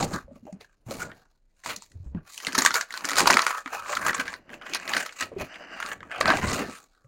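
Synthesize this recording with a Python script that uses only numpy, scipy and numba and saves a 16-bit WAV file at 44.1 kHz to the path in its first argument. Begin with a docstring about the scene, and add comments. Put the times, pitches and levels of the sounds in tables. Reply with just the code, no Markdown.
"""Tearing wrapping paper off a box

Stiff paper is torn and pulled off a cardboard box on a garden table, heard by a lapel microphone.
Noise bursts and clicks ring paper panels as creases snap, over a dense crackle of random fibre slips.
The box resonates when knocked and rubbed, low noise rumbles, and paper rasps through a hollow gap.
A short echo follows; the garden, steady shaped noise, is nearly silent between the pulls."""
import sys
import numpy as np
from scipy import signal
from scipy.fft import rfft, irfft
from scipy.io import wavfile
from scipy.ndimage import uniform_filter1d, map_coordinates
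from numba import njit

SR = 44100
rng = np.random.default_rng(int(sys.argv[2]) if len(sys.argv) > 2 else 0)


def pcm_store(signal):
    """Save signal as 16-bit PCM."""
    levels = np.round(np.clip(np.atleast_2d(signal), -1, 1) * 32767)
    wavfile.write(sys.argv[1], SR, levels.astype(np.int16).T)


N = 311787  # samples
TIME = np.arange(N) / SR  # s


def undb(db):
    """Decibel law: level in dB to amplitude gain."""
    return 10 ** (np.asarray(db) / 20)


def unit(x):
    """Normalisation: scale to rms 1."""
    return x / np.sqrt(np.mean(x ** 2))


@njit
def svf(x, hz, width):
    """Second-order resonance: state-variable band-pass, gain 1 at the centre."""
    y, band, low = np.empty(len(x)), 0., 0.
    g, k = np.tan(np.pi * hz / SR), width / hz
    for i in range(len(x)):
        v = (band + g * (x[i] + 1e-18 - low)) / (1 + g * (g + k))
        band, low, y[i] = 2 * v - band, low + 2 * g * v, k * v
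    return y


def ring(x, modes, scatter_db=None):
    """Modal superposition: each band-pass is applied twice; neighbours alternate in sign."""
    scatter_db = np.zeros(len(modes)) if scatter_db is None else scatter_db
    out = 0
    for k, (hz, width, db) in enumerate(modes):
        # two passes narrow the band, so each is made wider
        once = svf(x, float(hz), 1.59 * width)
        twice = svf(once, float(hz), 1.59 * width)
        out = out + (-1) ** k * undb(db + scatter_db[k]) * twice
    return out


def cut(x, hz, kind, order):
    """Butterworth filtering: low- or high-pass."""
    return signal.sosfilt(signal.butter(order, hz, kind, fs=SR, output="sos"), x)


def walk(rate):
    """Slow random modulation: levels held 1 / rate s and smoothed twice; spread 1."""
    hold = max(int(SR / rate), 1)
    steps = np.repeat(rng.standard_normal(N // hold + 1), hold)
    return unit(uniform_filter1d(uniform_filter1d(steps, hold), hold)[:N])


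def slips(rate, spread_db, smear_s):
    """Stick-slip statistics: random releases per second, few of them large, each dying away fast."""
    excess_db = np.minimum(spread_db * rng.exponential(size=N), 14.)
    power = (rng.random(N) < rate / SR) * undb(2 * excess_db)
    return unit(np.sqrt(signal.lfilter([1], [1, -np.exp(-1 / (smear_s * SR))], power)))


def add(out, s, x):
    """Linear superposition: mix a short sound in at time s."""
    i = int(s * SR)
    out[i:i + len(x)] += x[:max(N - i, 0)]


ROUNDING = 1.2  # exponent: gestures hold near their peak, then drop ever faster


def swells(table, rest_db):
    """Energy addition: every gesture rises and dies away in two layers [dB] whose powers add."""
    t = np.arange(0, N / SR + .002, .001)
    power = undb(rest_db) ** 2
    for s, swell, fade, db, second_db in table:
        span = np.clip(np.where(t < s, swell, fade), .005, 1)
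        drop_db = -20 * (np.abs(t - s) / span) ** ROUNDING
        layers_db = np.array([[db], [db + second_db]])
        power = power + undb(drop_db + layers_db) ** 2
    return [np.interp(TIME, t, 10 * np.log10(p)) for p in power]


# spectrum of the garden air: (frequency [Hz], relative density [dB per Hz])
AIR_SPECTRUM = [(15, -26.5), (25, 6.5), (47, -8.5), (114, -19), (607, -29.5), (1400, -59.5), (1700, -41.5),
                (6740, -54.5), (16000, -79.5)]
AIR_DB = -69  # overall rms


def garden():
    """Stationary noise: faint steady air with a fixed power spectrum."""
    hz, db = np.transpose(AIR_SPECTRUM)
    f = np.maximum(np.arange(N // 2 + 1) * SR / N, 1)
    gain = undb(np.interp(np.log(f), np.log(hz), db))
    return undb(AIR_DB) * unit(irfft(rfft(rng.standard_normal(N)) * gain, N))


# hollow-box resonances: (frequency [Hz], width [Hz], relative level [dB])
BOX_MODES = [(180.3, 49, -7), (273, 130, 1), (430, 493, -4), (543, 210, 1)]
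# hands shove the box; swell and fade span 20 dB:
# (peak time [s], swell [s], fade [s], drone level [dB], rumble above drone [dB])
SHOVES = [(.04, 0.38, 0.056, -29, -1.5), (.155, 0.15, 0.052, -37, -0.5), (.3, 0.19, 0.33, -69.5, 16.5),
          (.55, 0.11, 0.12, -59.5, -9), (.89, 0.018, 0.17, -39.5, -5), (1.04, 0.15, 0.15, -44.5, 0.5),
          (1.67, 0.018, 0.13, -45, -5.5), (1.97, 0.076, 0.029, -66.5, 16.5), (2.07, 0.056, 0.039, -60, 11),
          (2.17, 0.065, 0.066, -60.5, 20), (2.63, 0.16, 0.13, -35.5, -20), (3.22, 0.062, 0.12, -33.5, -4.5),
          (3.33, 0.24, 0.096, -29, -24), (3.8, 0.22, 0.44, -59, -4), (4.09, 0.17, 0.064, -36.5, -10.5),
          (4.22, 0.32, 0.51, -51.5, -7), (4.53, 0.067, 0.1, -46, -13), (4.75, 0.14, 0.088, -44, -19),
          (4.98, 0.2, 0.075, -38, -19), (5.23, 0.022, 0.056, -38.5, -12), (5.36, 0.095, .06, -59, -12),
          (5.43, 0.11, 0.037, -35.5, -3), (5.75, 1, 1, -52.5, -15.5), (6.07, 0.48, 0.045, -60, 3),
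          (6.28, 0.092, 0.13, -31, -4), (6.36, 0.089, 0.14, -34, -4.5), (6.45, 0.087, 0.15, -32.5, 2),
          (6.62, 0.36, 0.12, -32.5, -10), (6.72, .14, 0.032, -52, -22)]
BOX_REST_DB = -86  # faint stirring between shoves


def box():
    """Forced resonance: rubbing hands excite the hollow box; slow pushes arrive as rumble."""
    drone_db, rumble_db = swells(SHOVES, BOX_REST_DB)
    rubbing = slips(260, spread_db=2.5, smear_s=0.0067) * rng.standard_normal(N)
    drone = ring(rubbing, BOX_MODES)
    pushing = undb(1.6 * walk(9.8)) * rng.standard_normal(N)
    rumble = ring(pushing, [(35.2, 100, -6.5), (60.5, 21, -0.5), (97, 87, -6.0)])
    return undb(drone_db) * unit(drone) + undb(rumble_db) * unit(rumble)


# knocks on the box walls: (time [s], peak level [dB], pitch [Hz])
KNOCKS = [(0.004, -21.5, 790), (0.04, -25, 201), (0.075, -36, 92), (0.134, -27.5, 176), (0.168, -31.5, 229),
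          (0.243, -42.5, 44.7), (0.28, -43, 554), (0.309, -42.5, 555), (0.314, -41, 237), (0.358, -44, 230),
          (0.362, -47.5, 558), (0.427, -42, 224), (0.453, -39.5, 278), (0.468, -38.5, 700),
          (0.477, -35.5, 603), (0.526, -34, 186), (0.543, -41, 202), (0.607, -47.5, 430), (0.865, -35, 114),
          (0.885, -31, 188), (0.911, -28, 550), (1.026, -44, 380), (1.047, -37.5, 590), (1.77, -47.5, 202),
          (1.953, -35.5, 80), (2.0, -34, 95), (2.062, -30.5, 61.5), (2.11, -42, 70), (2.148, -23.5, 186),
          (2.175, -36, 173), (2.476, -30, 247), (2.581, -20.5, 282), (2.748, -32, 460), (3.044, -34.5, 287),
          (3.117, -39, 286), (3.18, -21, 765), (3.295, -15.5, 680), (3.659, -36.5, 270), (4.056, -30, 644),
          (4.19, -30.5, 260), (4.504, -42.5, 244), (4.544, -48, 272), (4.725, -40, 342), (5.209, -40, 634),
          (5.317, -34, 458), (5.364, -26, 380), (5.409, -26.5, 612), (5.42, -40, 260), (5.607, -38, 660),
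          (6.208, -16.5, 548), (6.282, -15, 662), (6.3, -21, 277), (6.435, -21.5, 203), (6.464, -30, 83.5),
          (6.53, -24, 218), (6.599, -26, 272), (6.686, -34, 245), (7.045, -50, 129), (7.044, -59, 522)]
KNOCK_T60_S, KNOCK_CYCLES = 0.062, 4.0  # 60 dB decay time, plus some cycles: low walls ring longer


def knocks():
    """Damped free vibration: a finger or the table pushes a wall, which rings with a papery rattle."""
    out, t = np.zeros(N), np.arange(6000) / SR
    noises = rng.standard_normal((len(KNOCKS), len(t)))
    for (s, peak_db, hz), noise in zip(KNOCKS, noises):
        onset = 1 - np.exp(-t * hz * 11.0)
        decay = np.exp(-np.log(1000) * t / (KNOCK_T60_S + KNOCK_CYCLES / hz))
        rattle = unit(ring(noise, [(hz, 0.13 * hz, 0)]))
        knock = onset * decay * (np.sin(2 * np.pi * hz * t) + 1.4 * rattle)
        add(out, s, undb(peak_db) * knock / np.abs(knock).max())
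    return out


# paper sliding along the cardboard, one list per slide: (time [s], level [dB])
SLIDES = [
    [(4.38, -68), (4.47, -65), (4.5, -62), (4.61, -60), (4.7, -45.5), (4.73, -61)],
    [(5.42, -70), (5.56, -44.5), (5.68, -48.5), (5.82, -40)],
]
# hollow gap it sounds through: (frequency [Hz], width [Hz], relative level [dB])
GAP_MODES = [(680, 200, 1.5), (1660, 530, 4.5), (2830, 230, 0.5), (4720, 450, -8.5), (5960, 350, -14.5),
             (7340, 540, -22.5)]


def slides():
    """Friction noise in a cavity: a smooth rasp sounds through hollow resonances."""
    friction = slips(1500, spread_db=2.5, smear_s=0.002) * undb(2 * walk(30))
    rasp = unit(ring(friction * rng.standard_normal(N), GAP_MODES))
    # the gap opens and closes, so its pitches drift
    position = np.cumsum(1 + .03 * walk(5))
    rasp = map_coordinates(rasp, [position], order=1, mode="wrap")
    gain = np.zeros(N)
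    for rows in SLIDES:
        s, db = np.transpose(rows)
        gain += np.interp(TIME, s, undb(db), 0, 0)
    return uniform_filter1d(gain, size=441) * rasp


# paper-panel resonances: (frequency [Hz], width [Hz], relative level [dB])
SHEET_MODES = [(753, 640, 1.5), (995, 318, 6.5), (1137, 288, 7.5), (1610, 324, 6), (2060, 1000, 6),
               (2740, 880, 5)]


def sheet(x, scatter_db=None):
    """Mass law: whole panels of paper are too heavy to follow the treble."""
    return cut(ring(x, SHEET_MODES, scatter_db), 3450, "low", order=6)


# torn-edge resonances: (frequency [Hz], width [Hz], relative level [dB])
FIBRE_MODES = [(3230, 3000, -19), (4190, 1080, 11.5), (5850, 3720, 2.5), (7050, 1570, 12),
               (8964, 1100, 3.5), (13500, 29000, -2.5)]


def fibre(x, scatter_db=None):
    """Radiation efficiency: torn edges are too small to radiate the mids."""
    return cut(ring(x, FIBRE_MODES, scatter_db), 2370, "high", order=3)


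# tugs at the paper; swell and fade span 20 dB:
# (peak time [s], swell [s], fade [s], crackle level [dB], fibre hiss above crackle [dB])
TUGS = [(0.0, .02, .03, -19.5, -7.5), (.04, 0.043, .03, -43.5, 12), (.09, .05, .06, -44, -5.5),
        (.155, 0.043, 0.053, -28.5, -11), (.36, .1, .08, -70.5, -2), (.475, .03, 0.11, -69.5, -0.5),
        (.612, .01, 0.056, -56, 0), (.7, .06, .1, -68.5, -11.5), (.875, 0.014, 0.05, -53.5, 0.5),
        (.904, 0.022, 0.14, -41, 1), (1.028, .045, .03, -30, -7.5), (1.105, .03, .04, -45, -21.5),
        (1.17, .04, 0.06, -57.5, -9.5), (1.213, .045, 0.06, -53, -11.5), (1.31, 0.056, .1, -72, -7),
        (1.62, .1, 0.032, -68.5, -1), (1.66, 0.017, 0.088, -37, 1), (1.71, .04, .05, -32, -6),
        (1.83, 0.066, .09, -66.5, 15), (2.05, 0.11, 0.092, -73.5, 0.5), (2.185, .035, 0.039, -50.5, -21),
        (2.279, 0.041, 0.14, -54, -7.5), (2.335, 0.07, 0.18, -62, 17.5), (2.476, .14, .13, -43, -0.5),
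        (2.588, .04, .04, -26, -4.5), (2.63, .04, .12, -32, -2.5), (2.756, .03, 0.076, -26.5, -5.5),
        (2.983, .1, 0.049, -36.5, -7), (3.1, .14, 0.23, -36, -8.5), (3.195, .055, .06, -18.5, -5),
        (3.304, .1, .17, -19.5, -12.5), (3.506, .21, .1, -31, -6), (3.578, .1, 0.055, -32.5, -12),
        (3.67, .03, 0.072, -45, -10), (3.745, .05, .16, -31.5, -13), (3.925, 0.1, 0.2, -32, -10),
        (4.095, .1, .03, -23.5, -9.5), (4.202, .09, 0.091, -27, -13), (4.33, .3, .05, -42.5, -9),
        (4.5, 0.022, .06, -49.5, -26), (4.536, 0.033, .06, -51, -4.5), (4.625, .02, 0.045, -41.5, -26),
        (4.67, .03, .1, -41, -18), (4.85, .1, 0.13, -44, -7), (4.745, 0.088, .065, -38.5, -6.5),
        (4.979, .14, .1, -26, -11.5), (5.023, 0.13, 0.018, -35, -4), (5.1, 0.074, .12, -55, -2.5),
        (5.218, .06, .055, -31.5, -5.5), (5.33, .05, .08, -56, -9), (5.412, 0.027, 0.058, -32, -9.5),
        (5.55, .06, 0.13, -54, -15), (5.77, .15, .15, -46, -30.5), (5.873, .12, 0.083, -33, -12),
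        (5.931, .1, .03, -36, -15), (6.03, 0.017, .15, -58, -13.5), (6.126, .03, .25, -33, -21.5),
        (6.215, .03, .1, -36, -15), (6.298, .06, .08, -19.5, -19), (6.39, 0.19, .3, -50.5, 10),
        (6.435, .04, .06, -29, -15.5), (6.527, .1, .08, -29.5, -5), (6.6, .1, .15, -35.5, -7.5),
        (6.77, .3, .07, -45, -1.5), (6.93, .1, .3, -69, -8)]
PAPER_REST_DB = -88  # faint stirring between tugs


def tugs():
    """Source strength: the pull sets the levels of sheet crackle and fibre hiss [dB]."""
    return swells(TUGS, PAPER_REST_DB)


# taut paper favours its high panels: (time [s], lift [dB]), before the part that grows with the hiss
TAUT_LIFT = [(0, -10), (0.601, 2), (1.03, -9), (1.699, -1.5), (2.201, -5), (2.55, -3), (2.8, -4),
             (3.099, -3), (3.5, -2.5), (3.8, -8), (4.3, 3), (4.649, 5), (4.999, 1.5), (5.501, 3.5),
             (5.9, -1), (6.201, 3.5), (6.599, -4), (7.07, -8.5)]
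TAUT_HZ, TAUT_PER_HISS = 1850, 0.74  # panels above this are lifted; dB per dB of hiss above crackle
PANEL_COUNT, PANEL_WIDTH = 18, .045  # small panels; width as a share of pitch
PANEL_DB, PANEL_SPREAD_DB = 1.5, 6  # together above the whole sheet; wander of each before mixing


def crackle(level_db, hiss_db):
    """Common excitation: clustered fibre slips drive sheet and fibre modes, each flickering alone."""
    drive = slips(750, spread_db=4.0, smear_s=0.002) * undb(1.8 * walk(40))
    hiss_excess_db = np.clip(hiss_db - level_db, -12, 12)
    taut_db = np.interp(TIME, *np.transpose(TAUT_LIFT)) + TAUT_PER_HISS * hiss_excess_db
    colour_db = [2.5 * walk(25) + taut_db * (hz > TAUT_HZ) for hz, _, _ in SHEET_MODES]
    panels = unit(sheet(drive * rng.standard_normal(N), colour_db))
    # small panels between the creases sing narrowly, each for a moment as the folds shift
    small = np.zeros(N)
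    for hz in np.geomspace(480, 3100, num=PANEL_COUNT):
        small += undb(PANEL_SPREAD_DB * walk(9)) * svf(panels, hz, PANEL_WIDTH * hz)
    panels = panels + undb(PANEL_DB) * unit(small)
    edges = fibre(drive * rng.standard_normal(N), [2.5 * walk(20) for _ in FIBRE_MODES])
    return undb(level_db) * unit(panels) + undb(hiss_db) * unit(edges)


SMALL_COUNT, SMALL_HZ, SMALL_S = 110, 1330, 0.0012  # creases, median pitch, median half length
SMALL_DB, SMALL_EDGE_DB, SMALL_SPREAD_DB = 2.5, -10, 4  # above crackle, relative to hiss, spread


def small_creases(level_db, hiss_db):
    """Random point process: small creases give way more often, and more strongly, under a hard pull."""
    odds = np.cumsum(undb(level_db / 2))
    place = rng.random(SMALL_COUNT)
    size, pitch, span = rng.standard_normal((SMALL_COUNT, 3)).T
    i = np.clip(np.searchsorted(odds, place * odds[-1]), SR // 100, N - 1)
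    peak_db = level_db[i] + SMALL_DB + SMALL_SPREAD_DB * size
    edge_db = hiss_db[i] + SMALL_EDGE_DB + SMALL_SPREAD_DB * size
    hz = SMALL_HZ * np.exp(.25 * pitch)
    length = SMALL_S * np.exp(0.5 * span)
    return list(zip(i / SR, peak_db, hz, edge_db, length))


# loud creases that snap:
# (time [s], panel peak level [dB], panel pitch [Hz], crisp edge rms level [dB], half length [s])
LOUD_CREASES = [(0.01, -39, 784, -28, 0.0086), (0.028, -16.5, 784, -25, 0.0073),
                (0.136, -30.5, 1240, -33, 0.0068), (0.359, -53, 2190, -74, 0.0017),
                (0.453, -49, 733, -63.5, 0.0018), (0.527, -43.5, 756, -52, 0.0025),
                (0.61, -42, 730, -47.5, 0.001), (0.646, -42, 1690, -58, 0.004),
                (0.909, -33, 803, -36, 0.0012), (0.97, -40, 870, -49, 0.0015),
                (1.02, -35, 2190, -40, 0.0058), (1.117, -34, 1840, -71, 0.00088),
                (1.638, -36, 1650, -50, 0.003), (1.661, -19, 982, -37, 0.0011),
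                (1.691, -23.5, 995, -51, 0.00083), (1.702, -23, 2860, -41, 0.0015),
                (1.725, -30, 1420, -50, 0.004), (1.763, -44, 1900, -30.5, 0.0024),
                (1.822, -38, 930, -41, 0.0011), (1.918, -48, 1960, -55, 0.0031),
                (2.148, -40, 970, -68, 0.002), (2.378, -25, 2550, -33.5, 0.0015),
                (2.402, -29, 1930, -43, 0.00098), (2.449, -21.5, 2720, -35, 0.00083),
                (2.469, -15.5, 2084, -23.5, 0.0016), (2.485, -24, 1650, -48, 0.00097),
                (2.523, -26, 2550, -37, 0.0018), (2.53, -25, 1540, -33, 0.0006),
                (2.551, -13, 1310, -21, 0.0043), (2.58, -12.5, 1830, -23, 0.0019),
                (2.586, -15, 930, -13, 0.0056), (2.597, -15, 1510, -30, 0.0017),
                (2.621, -13, 1210, -18, 0.0024), (2.65, -6.5, 1136, -15.5, 0.0014),
                (2.661, -0.5, 1590, -12, 0.0019), (2.673, -14, 1260, -39, 0.0012),
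                (2.707, -13.5, 1400, -30, 0.0012), (2.715, -28, 1540, -30.5, 0.0016),
                (2.742, -16.5, 955, -18.5, 0.0018), (2.756, -13, 1320, -21.5, 0.0019),
                (2.811, -14.5, 1610, -23.5, 0.0016), (2.907, -24.5, 1850, -42, 0.0011),
                (2.925, -33, 1430, -35, 0.0023), (2.94, -20.5, 1520, -34, 0.00068),
                (2.975, -26, 1060, -29, 0.0017), (3.008, -26, 1050, -42, 0.0018),
                (3.046, -17.5, 1477, -31.5, 0.0032), (3.053, -21, 1380, -23.5, 0.0017),
                (3.089, -20, 1380, -25.5, 0.0013), (3.096, -19, 1880, -30, 0.0015),
                (3.107, -20, 1400, -26.5, 0.0019), (3.116, -17, 1270, -28, 0.0033),
                (3.133, -13.5, 1450, -28.5, 0.00091), (3.157, -22, 1330, -27, 0.0011),
                (3.168, -16, 1290, -23, 0.0013), (3.184, -9, 1494, -16, 0.0035),
                (3.205, -11, 1046, -29, 0.00072), (3.216, -24, 1260, -25, 0.0016),
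                (3.258, -12, 1430, -31, 0.002), (3.274, -2, 965, -12.5, 0.0038),
                (3.302, -3, 1430, -25, 0.0015), (3.306, -3.5, 1030, -14, 0.004),
                (3.327, -16, 1100, -21, 0.00087), (3.334, -8, 2520, -27, 0.0012),
                (3.341, -14.5, 1210, -20, 0.0026), (3.37, -1, 1370, -20, 0.0019),
                (3.392, -4.5, 1306, -21, 0.0015), (3.404, -16, 1300, -41, 0.0014),
                (3.419, -21, 1500, -21, 0.0024), (3.426, -16, 1010, -43, 0.0008),
                (3.466, -7.5, 1443, -23, 0.00097), (3.48, -18, 1147, -33, 0.002),
                (3.507, -17.5, 1018, -37, 0.00092), (3.551, -20.5, 1035, -50, 0.0028),
                (3.581, -23, 1310, -54, 0.0014), (3.66, -20.5, 1227, -46, 0.0006),
                (3.677, -24, 1400, -48, 0.0015), (3.734, -22.5, 1080, -42, 0.0015),
                (3.86, -25.5, 1200, -63, 0.0016), (3.894, -23, 1060, -61, 0.0029),
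                (3.931, -18.5, 1090, -50, 0.0024), (3.952, -33, 1570, -27, 0.00053),
                (3.97, -13, 1365, -33, 0.0038), (4.027, -19.5, 1145, -53, 0.0014),
                (4.065, -11, 1280, -25, 0.0045), (4.096, -10.5, 1870, -40, 0.0029),
                (4.131, -19, 1360, -37, 0.0028), (4.147, -16.5, 1124, -25, 0.005),
                (4.199, -16, 1580, -35, 0.0026), (4.255, -31, 1350, -48, 0.0013),
                (4.28, -20.5, 1620, -39, 0.00072), (4.33, -26, 1003, -47, 0.00094),
                (4.339, -21.5, 1503, -37, 0.00073), (4.494, -34.5, 1660, -68, 0.003),
                (4.503, -36, 1640, -60, 0.0017), (4.533, -30.5, 1646, -57, 0.0019),
                (4.541, -31, 2700, -52, 0.0016), (4.614, -35, 1350, -65, 0.0024),
                (4.622, -37, 3000, -71, 0.0036), (4.634, -40, 1320, -64, 0.003),
                (4.665, -29, 1680, -56, 0.0014), (4.697, -35, 1420, -42.5, 0.00097),
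                (4.736, -18.5, 3130, -27, 0.0014), (4.748, -23, 1550, -21, 0.0011),
                (4.755, -18, 1590, -43, 0.0011), (4.799, -30, 1710, -44, 0.0014),
                (4.878, -22, 2030, -32.5, 0.0017), (4.894, -24, 1730, -31.5, 0.0038),
                (4.917, -26, 1010, -43, 0.0015), (4.936, -12.5, 1700, -24.5, 0.0013),
                (4.947, -20, 1570, -36, 0.0028), (4.967, -10, 1534, -23, 0.0016),
                (5.013, -21, 1690, -44, 0.0018), (5.063, -23.5, 1300, -33.5, 0.0023),
                (5.093, -26.5, 2200, -57, 0.0011), (5.125, -34.5, 1460, -43.5, 0.0027),
                (5.209, -20.5, 1620, -25.5, 0.0031), (5.225, -18, 1880, -36, 0.0042),
                (5.385, -38, 2530, -50, 0.0023), (5.4, -40, 1200, -49, 0.0021),
                (5.543, -32.5, 2400, -68, 0.0012), (5.558, -32, 2170, -55, 0.0026),
                (5.802, -19, 1380, -38, 0.00071), (5.827, -17.5, 1430, -39, 0.0032),
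                (5.862, -24, 1390, -34, 0.00041), (5.917, -19.5, 1770, -46, 0.0016),
                (6.006, -32, 1733, -73, 0.0015), (6.03, -27.5, 1270, -81, 0.0011),
                (6.115, -22.5, 1750, -55, 0.0012), (6.181, -36, 1110, -44, 0.0017),
                (6.207, -38, 760, -31, 0.0031), (6.211, -7, 1184, -21.5, 0.0019),
                (6.257, -10, 1310, -27, 0.00066), (6.279, -12.5, 1020, -21.5, 0.0023),
                (6.303, -4, 1207, -22.5, 0.0014), (6.322, -13, 953, -34, 0.0012),
                (6.337, -13, 780, -37, 0.0015), (6.371, -19, 810, -30, 0.0025),
                (6.387, -21.5, 1010, -44, 0.0014), (6.421, -21, 1570, -46, 0.002),
                (6.431, -17, 910, -50, 0.0012), (6.443, -20, 1070, -46, 0.0024),
                (6.484, -22.5, 1100, -30, 0.0041), (6.516, -22, 1030, -30, 0.0037),
                (6.532, -25, 1200, -44, 0.0017), (6.583, -26.5, 1950, -48, 0.0012),
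                (7.046, -59, 1200, -77, 0.0019)]
JERK_DB, FLIP = 2.5, 1.3  # spread of the jerks; click against the noise of a snap
EDGE_S, EDGE_TOP_HZ = .003, 12000  # span over which the edge level counts; its low-pass


def snaps(rows):
    """Buckling instability: a burst of a few ms rings the nearest panel; the torn edge spits above it."""
    out, lead = np.zeros(N), .008
    t = np.arange(1536) / SR - lead
    chance = rng.standard_normal((len(rows), 3, len(t)))
    for (s, peak_db, hz, edge_db, length), (push_noise, edge_noise, luck) in zip(rows, chance):
        length = np.clip(length, .0004, .006)
        # quick swell as the fold gives way, slower fall, faint rattle after
        swell = np.exp(-(t / np.where(t < 0, 0.71 * length, 1.29 * length)) ** 2)
        burst = swell + 0.27 * (t > 0) * np.exp(-t / 0.019)
        # folds give way in jerks
        burst = burst * undb(JERK_DB * np.repeat(luck[::24], 24))
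        # the fold flips in one sharp click, a single sample, amid the burst
        click = FLIP * np.sqrt(length * SR) * (np.abs(t) < .5 / SR)
        push = burst * push_noise + click
        tone = 0.36 * burst * np.sin(2 * np.pi * hz * t)
        panel = ring(push + tone, [(hz, .45 * hz, 0)]) + 0.22 * sheet(push)
        # every fold has its own colour, duller than the fine hiss
        n = len(FIBRE_MODES)
        edge = fibre(burst * edge_noise, 5 * luck[1:n + 1] - 1.6 * np.arange(n))
        edge = cut(edge, EDGE_TOP_HZ, "low", order=1)
        edge_rms = np.sqrt(np.sum(edge ** 2) / (EDGE_S * SR))
        add(out, s - lead, undb(peak_db) * panel / np.abs(panel).max() + undb(edge_db) * edge / edge_rms)
    return out


def echo(near):
    """Diffuse reflection: table top, glass doors and wall scatter a short dull tail."""
    t = np.arange(4096) / SR
    decay = np.exp(-np.log(1000) * t / 0.21)  # 60 dB in 0.21 s
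    tail = svf(rng.standard_normal(len(t)), 790.0, 6600.0) * decay * (t > .002)
    return undb(-19.5) * signal.fftconvolve(near, tail / np.sqrt(np.sum(tail ** 2)))[:N]


def scene():
    """Direct and reflected sound: paper and box close by, a short echo, the garden."""
    air = garden()
    pull = tugs()
    near = box() + knocks() + slides() + crackle(*pull) + snaps(LOUD_CREASES + small_creases(*pull))
    return (near + echo(near) + air)[None]


def record(dry):
    """Saturation and band limiting: the recorder rounds the loudest peaks and cuts the top."""
    rounded = 2 * np.tanh(dry / 2)
    return signal.sosfilt(signal.ellip(8, .5, 55, 15900, fs=SR, output="sos"), rounded)


dry = scene()
out = record(dry)
pcm_store(out)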